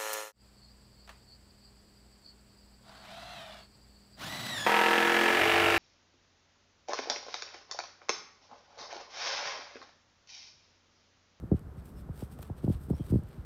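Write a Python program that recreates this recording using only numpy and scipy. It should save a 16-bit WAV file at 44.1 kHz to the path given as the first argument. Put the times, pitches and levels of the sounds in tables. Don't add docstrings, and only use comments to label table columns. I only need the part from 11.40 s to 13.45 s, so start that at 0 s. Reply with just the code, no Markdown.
import sys
import numpy as np
from scipy import signal
from scipy.fft import rfft, irfft, next_fast_len
from scipy.io import wavfile

SR = 44100
rng = np.random.default_rng(int(sys.argv[2]) if len(sys.argv) > 2 else 0)


def bounce(signal):
    frames = np.transpose(np.atleast_2d(signal))
    limited = np.clip(frames, -1, 1)
    pcm = np.round(limited * 32767).astype(np.int16)
    wavfile.write(sys.argv[1], SR, pcm)


N = 90404
TIME = np.arange(N) / SR
FREQS = np.maximum(np.fft.rfftfreq(N, 1 / SR), 1)

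# (time [s], relative strength [dB], brightness [dB/octave], dispersion [cycles])
PAW_HITS = [(0.0261, -37.5, -9.5, 0.72), (0.0309, -30.5, -5.0, 2.83), (0.1139, -10.5, -4.0, 1.88),
            (0.1238, -20.5, -1.0, 1.47), (0.1372, -17.5, -6.5, 2.06), (0.2643, -49.0, -16.5, 0.97),
            (0.3616, -38.0, -12.0, 3.44), (0.6872, -29.5, -10.5, 2.71), (0.8217, -25.5, -6.5, 2.11),
            (0.9872, -45.0, -11.5, 2.03), (1.0954, -26.5, -10.0, 2.51), (1.2302, -29.0, -10.0, 2.05),
            (1.2397, -18.5, -5.5, 1.84), (1.2674, -28.0, -7.5, -0.03), (1.2758, -16.0, -6.5, 2.1),
            (1.2942, -24.5, -7.0, 0.8), (1.297, -15.5, -6, 1.96), (1.3208, -43.5, -18.0, 2.04),
            (1.3411, -38.5, -19.0, 1.93), (1.365, -40.0, -17.0, 2.11), (1.4806, -35.5, -3.0, 1.76),
            (1.4928, -27.0, -8.5, 2.66), (1.5014, -15.0, -5.0, 2.45), (1.5259, -28.0, -7.5, 1.84),
            (1.5345, -28.5, -10.0, 2.11), (1.594, -31.0, -3.0, 2.03), (1.6015, -24.0, -8.0, 1.94),
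            (1.6389, -45.0, -19.5, 1.57), (1.6963, -25.5, -13.5, 2.3), (1.7192, -14.0, -7.0, 2.35),
            (1.7354, -14.5, -5.0, 2.38), (1.7544, -14.5, -6.0, 1.61), (1.765, -25.5, -12.5, 1.54),
            (1.7842, -27.5, -8.0, 1.91), (1.8187, -36.0, -13.0, 3.82), (1.9695, -37.0, -16.5, 2.91)]
# (frequency [Hz], gain [dB])
THUD_EQ = [(25, -38), (50, -17), (80, -2), (160, 2), (350, 0), (600, -13.5), (1000, -31), (1600, -48.5),
           (4000, -83)]
# (time [s], relative strength [dB], dispersion [cycles])
TOE_HITS = [(0.6891, -51.5, 2.11), (0.8222, -48.0, 1.07), (0.9884, -48.0, 2.9), (1.0972, -46.0, 2.24),
            (1.2754, -41.0, 3.1), (1.4969, -48.5, 3.13), (1.534, -48.5, 1.45)]
# (frequency [Hz], gain [dB])
KNOCK_EQ = [(150, -30), (350, -5), (550, 0), (820, -1), (1050, -15), (1400, -34), (4000, -80)]
# (frequency [Hz], gain [dB])
CRUNCH_EQ = [(100, -19), (300, 12.5), (600, 5.5), (1000, -4.5), (1600, -20.5), (4000, -40), (12000, -56.5)]
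# (frequency [Hz], gain [dB])
TREMOR_EQ = [(30, -12.5), (70, -8), (140, -7), (300, -16), (900, -54), (4000, -90)]
# (centre [s], length [s], level [dB], brightness [dB/octave])
SCUFF_CUES = [(0.17, 0.037, -63.5, -4.5), (0.388, 0.032, -63.5, -3), (0.484, 0.066, -66.5, 0.5),
              (0.592, 0.042, -64, 0), (0.806, 0.077, -57.5, 0), (0.929, 0.033, -62, 0),
              (1.036, 0.074, -61, -2), (1.183, 0.028, -61, -2.5), (1.245, 0.032, -60.5, -2),
              (1.328, 0.06, -58.5, -1), (1.436, 0.047, -63.5, 1.5), (1.501, 0.019, -64.5, 6),
              (1.578, 0.094, -62, -2.5), (1.663, 0.029, -60, -0.5), (1.704, 0.02, -57.5, -1),
              (1.757, 0.055, -63, -1), (1.929, 0.14, -63.5, -5)]
# (frequency [Hz], gain [dB])
GRIT_MIC_EQ = [(500, 10), (1500, 3.5), (2300, 0.5), (3200, 1.5), (5400, -1), (6700, -6.5), (7800, 0),
               (8700, 7.5), (9700, -12), (11000, 5.5), (11500, -3.5), (12250, 6.5), (13300, -10.5),
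               (14400, 4), (15800, -9)]
# (time [s], level [dB], decay [s], brightness [dB/octave])
CRUMB_CUES = [(0.194, -51, 0.00076, 1), (0.4552, -54.5, 0.005, 3.5), (0.9885, -54, 0.0049, -0.5),
              (1.0195, -52, 0.0018, 5), (1.024, -52.5, 0.0043, 4.5), (1.0279, -45.5, 0.0032, -2),
              (1.071, -56, .001, 9), (1.2935, -56, 0.0023, 0), (1.3235, -59, 0.0028, -14),
              (1.339, -54, 0.0047, -8), (1.5004, -53, 0.0038, 0), (1.835, -57.5, 0.0016, 3),
              (1.889, -58.5, .002, 7)]
# (centre [s], length [s], level [dB])
RAKE_CUES = [(0.81, .04, -63.5), (1.332, 0.046, -60), (1.686, .05, -64)]
# (frequency [Hz], gain [dB])
CRUST_EQ = [(250, -4), (650, 13), (1900, -10), (3300, 1), (5200, -10.5), (12000, -16)]
# (centre [s], length [s], level [dB])
DRAG_CUES = [(.53, .12, -58), (.98, .12, -53.5)]
# (centre [s], length [s], pitch [Hz], level [dB])
CHIRP_CUES = [(.582, .04, 5300, -73), (1.545, .03, 5350, -71), (1.583, .03, 5700, -71.5),
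              (1.606, .036, 3200, -67.5)]
# (frequency [Hz], gain [dB])
RUMBLE_EQ = [(20, -33), (35, -13), (55, -2.5), (72, 1.5), (100, -12), (140, -4), (180, -11.5), (250, -17),
             (400, -25.5), (900, -58), (4000, -88)]
# (frequency [Hz], gain [dB])
HUSH_EQ = [(100, -13.5), (400, 2.5), (600, -3), (900, -7), (1350, -7), (1900, -17), (2600, -23.5),
           (4500, -27), (7000, -31.5), (8600, -29.5), (10000, -34.5), (12200, -28), (15800, -39)]


def paw_thuds(thud_db=37.5, knock_db=42.5):
    size = next_fast_len(N + SR // 2)
    hz = np.maximum(np.fft.rfftfreq(size, 1 / SR), 1)
    hz = hz[hz < 4000]
    octaves = np.log2(np.clip(hz, 50, 900) / 200)
    pads = sum(from_db(thud_db + db + tilt * octaves) * ground_wave(at, dispersion, hz)
               * clod_scatter(hz, size) for at, db, tilt, dispersion in PAW_HITS)
    toes = sum(from_db(knock_db + db) * ground_wave(at, dispersion, hz)
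               for at, db, dispersion in TOE_HITS)
    spectrum = pads * eq_gain(THUD_EQ, hz) + toes * eq_gain(KNOCK_EQ, hz)
    return -irfft(spectrum, size)[:N]


def ground_wave(at, dispersion, hz, knee_hz=25):
    lag_cycles = hz * at + dispersion * np.log(1 + hz / knee_hz)
    return np.exp(-2j * np.pi * lag_cycles)


def clod_scatter(hz, size, send_db=-11, decay_s=0.005, low_cut_hz=450):
    fade = np.exp(-TIME[:SR // 10] / decay_s)
    tail = rng.standard_normal(len(fade)) * fade * (1 - fade)
    send = from_db(send_db) * hz / np.hypot(hz, low_cut_hz)
    return 1 + send * rfft(tail / np.linalg.norm(tail), size)[:len(hz)]


def soil_settling(eq, gain_db, decay_s):
    follow = 0.48
    power = sum((from_db(follow * db) * burst(at, decay_s)) ** 2 for at, db, _, _ in PAW_HITS)
    noise = np.sqrt(power) * rng.standard_normal(N)
    return from_db(gain_db) * irfft(rfft(noise) * unit_rms(eq_gain(eq, FREQS)), N)


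def scuffs():
    gestures = [(from_db(db) * swell(at, length), tilt) for at, length, db, tilt in SCUFF_CUES]
    return grit(gestures, spread_db=4.5)


def crumbs():
    gestures = [(from_db(db) * burst(at, decay), tilt) for at, db, decay, tilt in CRUMB_CUES]
    return grit(gestures, spread_db=1.2)


def grit(gestures, spread_db):
    size = next_fast_len(N)
    hz = np.maximum(np.fft.rfftfreq(size, 1 / SR), 1)
    grains = rfft(grain_clicks(per_s=10000, spread_db=spread_db), size) * eq_gain(GRIT_MIC_EQ, hz)
    octaves = np.log2(np.maximum(hz, 2000) / 7000)
    return sum(envelope * unit_rms(irfft(grains * from_db(tilt * octaves), size)[:N])
               for envelope, tilt in gestures)


def claw_rakes():
    effort = sum(from_db(db) * swell(at, length) for at, length, db in RAKE_CUES)
    return effort * coloured(grain_clicks(per_s=900, spread_db=3), eq_gain(CRUST_EQ, FREQS))


def body_drags():
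    effort = sum(from_db(db) * swell(at, length) for at, length, db in DRAG_CUES)
    return effort * noise_band(centre_hz=210, width_hz=190)


def far_chirps():
    return sum(from_db(db) * swell(at, length) * noise_band(hz, width_hz=300)
               for at, length, hz, db in CHIRP_CUES)


def wind_and_hush(rumble_db=-47.3, hush_db=-59.3, gust_db=1.5, gust_hz=4.4):
    gusts = noise_through(1 / (1 + (FREQS / gust_hz) ** 2))
    rumble = from_db(rumble_db + gust_db * gusts) * noise_through(eq_gain(RUMBLE_EQ, FREQS))
    hush = from_db(hush_db) * noise_through(eq_gain(HUSH_EQ, FREQS))
    return rumble + hush


def grain_clicks(per_s, spread_db):
    sizes = from_db(spread_db * np.minimum(rng.exponential(1, N), 5))
    signs = rng.choice([-1, 1], N)
    return sizes * signs * (rng.random(N) < per_s / SR)


def swell(centre, length):
    return np.exp(-2 * ((TIME - centre) / length) ** 2)


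def burst(at, decay_s):
    return (TIME >= at) * np.exp(-np.abs(TIME - at) / decay_s)


def noise_band(centre_hz, width_hz):
    return noise_through(np.exp(-2 * ((FREQS - centre_hz) / width_hz) ** 2))


def noise_through(gain):
    return coloured(rng.standard_normal(N), gain)


def coloured(x, gain):
    return unit_rms(irfft(rfft(x) * gain, N))


def eq_gain(eq, hz):
    knots, db = np.transpose(eq)
    return from_db(np.interp(np.log(hz), np.log(knots), db))


def unit_rms(x):
    return x / np.sqrt(np.mean(x ** 2) + 1e-20)


def from_db(db):
    return 10 ** (np.asarray(db) / 20)


def scene():
    thuds = paw_thuds()
    crunch = soil_settling(CRUNCH_EQ, gain_db=-41.5, decay_s=0.016)
    tremor = soil_settling(TREMOR_EQ, gain_db=-39, decay_s=0.01)
    surface = scuffs() + claw_rakes() + crumbs()
    ambience = far_chirps() + wind_and_hush()
    return (thuds + crunch + tremor + surface + body_drags() + ambience)[None]


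def record(dry, cutoff_hz=15850):
    return signal.sosfilt(signal.ellip(12, .1, 80, cutoff_hz, fs=SR, output="sos"), dry)


dry = scene()
out = record(dry)
bounce(out)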